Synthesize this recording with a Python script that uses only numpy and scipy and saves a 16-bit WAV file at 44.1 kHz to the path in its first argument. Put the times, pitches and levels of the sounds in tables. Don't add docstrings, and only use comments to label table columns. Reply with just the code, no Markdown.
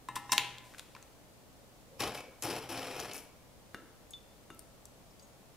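import sys
import numpy as np
from scipy import signal
from scipy.fft import rfft, irfft
from scipy.io import wavfile
from scipy.ndimage import uniform_filter1d

SR = 44100
rng = np.random.default_rng(int(sys.argv[2]) if len(sys.argv) > 2 else 0)


def materialize(psi):
    bounded = np.clip(np.atleast_2d(psi).T, -1, 1)
    quanta = np.round(bounded * 32767).astype(np.int16)
    wavfile.write(sys.argv[1], SR, quanta)


N = 245195
TIME_S = np.arange(N) / SR
BINS_HZ = np.fft.rfftfreq(N, 1 / SR)
RING_TIME_S = TIME_S[:SR * 3 // 4]


# t/s, level/dB, hardness cutoff/Hz, f/Hz of the mode struck near its node
DISH_BLOWS = [(0.0866, -25, 1280, 817), (0.1640, -22.5, 1270, 817), (0.2940, -31.5, 2000, 1850),
              (0.3208, -20.5, 4000, 1890), (0.3268, -29, 1300, 1867), (0.3318, -19, 1400, 1867),
              (0.3802, -25, 7040, 1867), (0.9500, -40, 1400, 1000), (0.9650, -48, 1300, 1010)]
# f/Hz, level/dB, t60/s
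DISH_MODES = [(122, -28.5, 0.7), (191, -27.5, 0.046), (303, -17, 0.024), (440, -34.5, 0.049),
              (817, -29, 0.56), (1013, -0.5, 0.042), (1001, -31, 0.19), (1319, -31, 0.99),
              (1740, -19, 0.24), (1863, -22, 0.34), (1880, 5, 0.0064), (2092, -20, 0.3), (2323, -21, 0.097),
              (2590, -22, 0.32), (2687, -14, 0.12), (2854, -19, 0.37), (3000, -44, 0.34), (3100, -23, 0.22),
              (3696, -6.5, 0.047), (3806, -13, 0.13), (3960, -27, 0.25), (4170, -23, .3), (4840, -27, 0.13),
              (5580, -20, .09), (6150, -12, 0.1), (7100, -8.5, 0.1)]

def dish_knocks():
    return strike(DISH_BLOWS, DISH_MODES)


# f/Hz, level/dB
CLINK_SPECTRUM = [(1200, -5), (2000, 8), (2600, 11), (3600, -11), (4200, -4), (4900, -24), (9000, -31)]

def dish_clink(start_s=0.38, level_db=-39, t60_s=0.36):
    envelope = np.zeros(N)
    add(envelope, start_s, amp(level_db - 60 * TIME_S[:SR] / t60_s))
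    return envelope * noise(along(CLINK_SPECTRUM))


# t/s, level/dB, decay/s
CRUST_GRATES = [(0.0868, -44, 0.0019), (0.1562, -36.5, 0.012), (0.3212, -26.5, 0.0044),
                (0.3290, -25, 0.0048), (0.3803, -23.5, 0.0017), (0.6400, -63, .3), (0.7830, -49, .008),
                (0.7950, -42, 0.0019)]
# f/Hz, level/dB
CRUST_SPECTRUM = [(200, -1), (1000, 11.5), (3500, 13), (6000, 10.5), (9000, 10.5), (12000, 6), (16000, -4)]

def crust_grating():
    return slip_bursts(CRUST_GRATES, CRUST_SPECTRUM)


# t/s, level/dB
DISH_SQUEAKS = [(0.088, -55), (0.1556, -46), (0.3216, -31.5)]

def dish_squeaks(mode_hz=8570, t60_s=0.081):
    out = np.zeros(N)
    for start_s, db in DISH_SQUEAKS:
        add(out, start_s, amp(db) * ring(mode_hz, t60_s))
    return out


# t/s, level/dB, f/Hz, t60/s
CONTACT_TICKS = [(0.3203, -12, 5670, 0.0061), (0.3803, -7, 3130, 0.0036), (0.5837, -34, 3520, .0044),
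                 (0.7385, -37, 1570, 0.0024), (0.7470, -38.5, 1480, .006), (0.7945, -35, 3330, .006),
                 (0.9505, -39.5, 2310, 0.0063), (0.9647, -44, 1370, 0.019), (1.0270, -37, 6300, 0.0025),
                 (4.1075, -34.5, 8200, 0.0019), (4.1346, -43, 3520, .012), (4.5470, -49.5, 12650, .007),
                 (4.5930, -36, 9100, 0.0062), (4.8550, -37.5, 7570, 0.005), (5.1950, -53.5, 4780, 0.027)]

def ticks(contacts, rise_s=0.000094, grit_octaves=0.79, grit_db=-3):
    out, t = np.zeros(N), TIME_S[:2048]
    bins_hz = np.fft.rfftfreq(len(t), 1 / SR) + 1
    for start_s, db, hz, t60_s in contacts:
        phasors = np.exp(2j * np.pi * rng.random(len(bins_hz)))
        rolloff = (1 + (np.log2(bins_hz / hz) / grit_octaves) ** 2) ** 1.08
        grit = unit_rms(irfft(phasors / rolloff))
        envelope = (1 - np.exp(-t / rise_s)) * amp(-60 * t / t60_s)
        tick = envelope * (np.sin(2 * np.pi * hz * t) + amp(grit_db) * grit)
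        add(out, start_s, amp(db) * tick * np.linalg.norm(envelope) / np.linalg.norm(tick))
    return out


# t/s, length/s, scrape level/dB, tray re scrape/dB, wrapper re scrape/dB
PACKET_PULLS = [(1.99, .085, -41, 2, -10), (2.136, 0.046, -50, -1.5, -7.5), (2.421, 0.15, -44, 0.5, -6),
                (2.615, 0.038, -54.5, -1, -12), (2.687, .30, -45.5, -2, -8), (2.989, 0.13, -50.5, -2.5, -9),
                (3.14, 0.043, -55.5, -7, 3.5)]
# f/Hz, level/dB
TRAY_SPECTRUM = [(35, -56), (60, -16.5), (109, -6), (210, -8.5), (323, -6), (423, -5.5), (452, -5),
                 (511, 3), (561, -8), (864, -5.5), (1500, -21.5), (1950, -31), (3300, -120)]
# f/Hz, width/Hz, boost/dB
TRAY_PEAKS = [(122, 11, 1.5), (260, 27, 5), (312, 26, 6), (428, 27, 0.5), (560, 34, -4), (600, 27, 2.5),
              (690, 39, 5), (1100, 56, 1)]
# f/Hz, level/dB
SCRAPE_SPECTRUM = [(650, -13.5), (1100, -4.5), (1170, -8.5), (1680, -5), (1830, -9), (2110, -5),
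                   (2440, -2.5), (3540, -8), (3890, -10), (4570, -11), (5550, -7.5), (6530, -30.5),
                   (7000, -18.5), (9100, -26), (15400, -120)]
# f/Hz, level/dB
FIZZ_SPECTRUM = [(3530, -35.5), (6000, 0.5), (6590, -12.5), (9380, -3), (10500, 2.5), (11500, -5),
                 (13200, -2.5), (15100, -11), (16000, -24)]

def packet_scrape(tray_db=-1, scrape_db=-1.5, fizz_db=-3, judder_db=2, judder_hz=90):
    envelopes = np.zeros((3, N))
    for start_s, *pull in PACKET_PULLS:
        add(envelopes, start_s, pull_envelopes(*pull))
    catch = noise(-10 * np.log10(1 + (BINS_HZ / judder_hz) ** 4))
    slips = slip_train(per_s=6000, spread_db=4) * amp(judder_db * np.clip(catch, -2, 2))
    hollow_db = sum(db / (1 + (2 * (BINS_HZ - hz) / width_hz) ** 2) for hz, width_hz, db in TRAY_PEAKS)
    tray = amp(tray_db) * unit_rms(colour(slips, along(TRAY_SPECTRUM) + hollow_db))
    scrape = amp(scrape_db) * unit_rms(colour(slips, along(SCRAPE_SPECTRUM)))
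    fizz = amp(fizz_db) * unit_rms(colour(slips, along(FIZZ_SPECTRUM)))
    return envelopes[0] * tray + envelopes[1] * scrape + envelopes[2] * fizz


def pull_envelopes(length_s, db, tray_db, wrapper_db):
    grip_s, swell_s, release_s = 0.011, 0.021, 0.042
    sag_db, bite_db, bite_s = 1.5, 9, 0.0437
    t = TIME_S[:SR]
    pull = amp(db - sag_db * np.minimum(t / length_s, 1))
    release = np.exp(-np.maximum(t - length_s, 0) / release_s)
    grip = np.minimum(t / grip_s, 1)
    tray = np.minimum(t / swell_s, 1) * amp(tray_db)
    wrapper = grip * amp(wrapper_db + bite_db * np.exp(-t / bite_s))
    return pull * release * np.array([tray, grip, wrapper])


# t/s, level/dB, crispness (0 dull fold, 1 bright snap)
WRAPPER_CREASES = [(2.003, -30.5, .1), (2.019, -33.5, .1), (2.036, -35.5, .1), (2.076, -35.5, .7),
                   (2.147, -46, .1), (2.175, -43.5, .6), (2.204, -51, .3), (2.4238, -33, .9),
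                   (2.436, -31.5, .9), (2.503, -39.5, .1), (2.775, -40.5, .1), (3.000, -35, .8),
                   (3.112, -41, .05), (3.135, -39, .9), (3.179, -38, 1)]
# f/Hz, level/dB
FOLD_SPECTRUM = [(300, -24), (1500, -3), (2400, 4.5), (5500, 4), (7500, -9.5), (10500, -5), (15500, -27)]
# f/Hz, level/dB
SNAP_SPECTRUM = [(500, -12), (2500, -21), (5500, 9.5), (10500, 3.5), (14000, -0.5), (16000, -19)]

def wrapper_creases(fold_s=0.0062, snap_s=0.0013):
    start_s, db, crisp = np.transpose(WRAPPER_CREASES)
    crisp = np.clip(crisp, 0.001, 0.999)
    decay_s = fold_s + crisp * (snap_s - fold_s)
    folds = slip_bursts(zip(start_s, db + 10 * np.log10(1 - crisp), decay_s), FOLD_SPECTRUM)
    snaps = slip_bursts(zip(start_s, db + 10 * np.log10(crisp), decay_s), SNAP_SPECTRUM)
    return folds + snaps


# t/s, level/dB
PING_TOUCHES = [(2.175, -38.5), (2.204, -42), (3.112, -42), (3.150, -43)]
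# f/Hz, level/dB, t60/s
PING_MODES = [(2253, -4, 0.083), (2330, -5, 0.043), (2580, -5, 0.064)]

def pings(hardness_hz=6000):
    return strike([(start_s, db, hardness_hz) for start_s, db in PING_TOUCHES], PING_MODES)


# t/s, level/dB
TRAY_BUMPS = [(2.440, -49.5), (2.478, -44.5), (2.696, -45.5)]
# f/Hz, level/dB, t60/s
BUMP_MODES = [(263.6, -4.5, 0.33), (336, 5, 0.19)]

def tray_bumps(hardness_hz=800):
    return strike([(start_s, db, hardness_hz) for start_s, db in TRAY_BUMPS], BUMP_MODES)


def packet_rub(start_s=1.854, length_s=0.48, fade_s=0.063, level_db=-60, hz=505, width_hz=45):
    hollow = noise(-20 * np.log10(1 + ((BINS_HZ - hz) / width_hz) ** 2))
    inside_s = np.minimum(TIME_S - start_s, start_s + length_s - TIME_S)
    return amp(level_db) * hollow * np.clip(inside_s / fade_s, 0, 1)


# t/s, ring level/dB, hardness cutoff/Hz, clack level/dB
BOWL_BLOWS = [(3.7456, -42.5, 4960, -25.5), (4.5030, -45.5, 6000, -35)]
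# f/Hz, level/dB, t60/s
BOWL_MODES = [(260, -0.5, 0.056), (360, -2, 0.034), (1130, -9, 0.02), (1325, -8, 0.29), (1500, -8, 0.019),
              (2140, -29.5, 0.57), (2810, -7.5, 0.08), (3600, -8, 0.057), (6620, -13, 0.1),
              (9750, -4.5, 0.046)]

def bowl_knocks():
    return strike([blow[:3] for blow in BOWL_BLOWS], BOWL_MODES)


def bowl_clacks(hz=1320, t60_s=0.0043):
    return ticks([(start_s, db, hz, t60_s) for start_s, _, _, db in BOWL_BLOWS])


# t/s, level/dB, f/Hz, spread/octaves
RIM_GRAZES = [(4.1078, -53.5, 8600, 0.77), (4.1365, -40.5, 3520, 0.23), (5.1080, -58, 5300, .15),
              (5.1960, -67, 6500, .15), (5.2240, -54.5, 7560, 0.28)]
# f/Hz, level/dB, t60/s
RIM_MODES = [(2900, -12, 0.3), (3514, -1.5, 0.16), (5300, -2, .03), (6600, 0, 0.14), (8000, -6, 0.069),
             (11200, 1, .06)]

def rim_grazes():
    out = np.zeros(N)
    mode_hz, rings = mode_bank(RIM_MODES)
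    for start_s, db, hz, octaves in RIM_GRAZES:
        add(out, start_s, amp(db) * bell(mode_hz, hz, octaves) @ rings)
    return out


# f/Hz, t60/s
TAIL_DECAY = [(150, 0.64), (500, 0.54), (1400, 0.85), (3500, 0.53), (7000, 0.49), (14000, 0.29)]
# f/Hz, level/dB
TAIL_SPECTRUM = [(100, -11), (400, 3), (1200, -9), (3000, -4.5), (6000, -8), (14000, -4.5)]

def kitchen(x, tail_db, table_db, table_s=0.0034, gap_s=0.0015, echoes_per_s=4000, alike_hz=4800):
    t = RING_TIME_S
    echoes = rng.choice([-1., 1.], (2, len(t)))
    echoes *= (rng.random(echoes.shape) < echoes_per_s / SR) * (t > gap_s)
    hz, frame_s, spectra = signal.stft(echoes, SR, nperseg=256)
    hz = hz[:, None]
    spectra = correlate(spectra, 1 / (1 + (hz / alike_hz) ** 2))
    spectra *= amp(along(TAIL_SPECTRUM, hz) - 60 * frame_s / along(TAIL_DECAY, hz))
    tail = signal.istft(spectra, SR, nperseg=256)[1][:, :len(t)]
    table = echoes[0] * np.exp(-t / table_s)
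    response = amp(tail_db) * tail / np.linalg.norm(tail[0])
    response += amp(table_db) * table / np.linalg.norm(table)
    return x + signal.fftconvolve(x, response, axes=1)[:, :N]


# f/Hz, level/dB
AIR_SPECTRUM = [(12, -9), (20, -9.5), (44, 0.5), (86, -1.5), (123, -9), (146, -2), (301, -5.5), (328, -6),
                (357, -9.5), (542, -6), (1570, -18.5), (4670, -21.5), (5850, -22.5), (6540, -22),
                (16000, -27)]
# f/Hz, left-right correlation
AIR_LIKENESS = [(30, 0.4), (120, 0), (300, 0.45), (700, 0.7), (1500, 0.12), (3000, 0.07), (15000, 0)]

def room_tone(left_db=-57.9, right_db=-58.7, hum_hz=120, hum_db=-68):
    air = colour(rng.standard_normal((2, N)), along(AIR_SPECTRUM))
    air = unit_rms(irfft(correlate(rfft(air), along(AIR_LIKENESS)), N))
    hum = amp(hum_db) * np.sin(2 * np.pi * hum_hz * TIME_S)
    return amp([[left_db], [right_db]]) * air + hum


def strike(blows, modes, rise_s=0.0008, node_db=-2, node_octaves=0.085):
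    out = np.zeros(N)
    mode_hz, rings = mode_bank(modes)
    rings *= 1 - np.exp(-RING_TIME_S / rise_s)
    signs = (-1) ** np.arange(len(modes))
    for start_s, db, hardness_hz, *nodes_hz in blows:
        dip_db = sum(node_db * bell(mode_hz, hz, node_octaves) for hz in nodes_hz)
        gains = amp(db + dip_db) / np.hypot(1, (mode_hz / hardness_hz) ** 2)
        add(out, start_s, (signs * gains) @ rings)
    return out


def mode_bank(modes):
    return np.array(modes)[:, 0], np.array([amp(db) * ring(hz, t60_s) for hz, db, t60_s in modes])


def ring(hz, t60_s):
    return np.sin(2 * np.pi * hz * RING_TIME_S) * amp(-60 * RING_TIME_S / t60_s)


def slip_bursts(bursts, spectrum):
    envelope = np.zeros(N)
    for start_s, db, decay_s in bursts:
        add(envelope, start_s, amp(db) * np.exp(-(TIME_S[:SR // 2] / decay_s) ** 1.04))
    return envelope * unit_rms(colour(slip_train(per_s=16000, spread_db=4.8), along(spectrum)))


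def slip_train(per_s, spread_db):
    sizes = amp(spread_db * np.minimum(rng.exponential(1, N), 4))
    signs = rng.choice([-1., 1.], N)
    return unit_rms(sizes * signs * (rng.random(N) < per_s / SR))


def mic_ports(x, scatter_hz, right_lead_s=0):
    wobble = unit_rms(uniform_filter1d(rng.standard_normal(len(BINS_HZ)), size=3000))
    phase = wobble * BINS_HZ / scatter_hz + 2 * np.pi * BINS_HZ * right_lead_s
    return np.array([x, irfft(rfft(x) * np.exp(1j * phase), N)])


def correlate(channels, likeness):
    left, right = channels
    return np.array([left, likeness * left + np.sqrt(1 - likeness ** 2) * right])


def noise(gain_db):
    return unit_rms(colour(rng.standard_normal(N), gain_db))


def colour(x, gain_db):
    return irfft(rfft(x) * amp(gain_db), N)


def along(points, hz=BINS_HZ):
    point_hz, values = np.transpose(points)
    return np.interp(np.log(hz + 1), np.log(point_hz + 1), values)


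def bell(hz, centre_hz, octaves):
    return np.exp(-(np.log2(hz / centre_hz) / octaves) ** 2)


def amp(db):
    return 10 ** (np.asarray(db) / 20)


def unit_rms(x):
    return x / np.sqrt(np.mean(x ** 2) + 1e-20)


def add(mix, start_s, sound):
    part = mix[..., round(start_s * SR):][..., :sound.shape[-1]]
    part += sound[..., :part.shape[-1]]


# f/Hz, left minus right/dB
STEREO_TILT = [(100, 1.5), (1000, 2.5), (3000, 0.8), (6000, 4), (9000, 6.5), (14000, 10)]

def scene():
    dish = dish_knocks() + dish_clink() + crust_grating() + dish_squeaks()
    packet = packet_scrape() + wrapper_creases() + pings() + tray_bumps() + packet_rub()
    mix = kitchen(mic_ports(dish, scatter_hz=11000), tail_db=-8.5, table_db=-43.5)
    contacts = ticks(CONTACT_TICKS) + bowl_clacks()
    mix += kitchen(mic_ports(contacts, scatter_hz=11000), tail_db=-8.5, table_db=-15.5)
    mix += kitchen(mic_ports(bowl_knocks(), scatter_hz=12000), tail_db=-7, table_db=-3.5)
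    mix += kitchen(mic_ports(rim_grazes(), scatter_hz=12000), tail_db=-10, table_db=-8)
    mix += kitchen(mic_ports(packet, scatter_hz=8400, right_lead_s=18e-6), tail_db=-8.5, table_db=-13)
    balance_db = np.array([[0.5], [-0.5]]) * along(STEREO_TILT)
    return colour(mix, balance_db) + room_tone()


def record(dry):
    cutoff_hz = 15700
    lowpass = signal.firwin(255, cutoff_hz, window=("kaiser", 9), fs=SR)
    return signal.oaconvolve(dry, lowpass[None], "same")


dry = scene()
out = record(dry)
materialize(out)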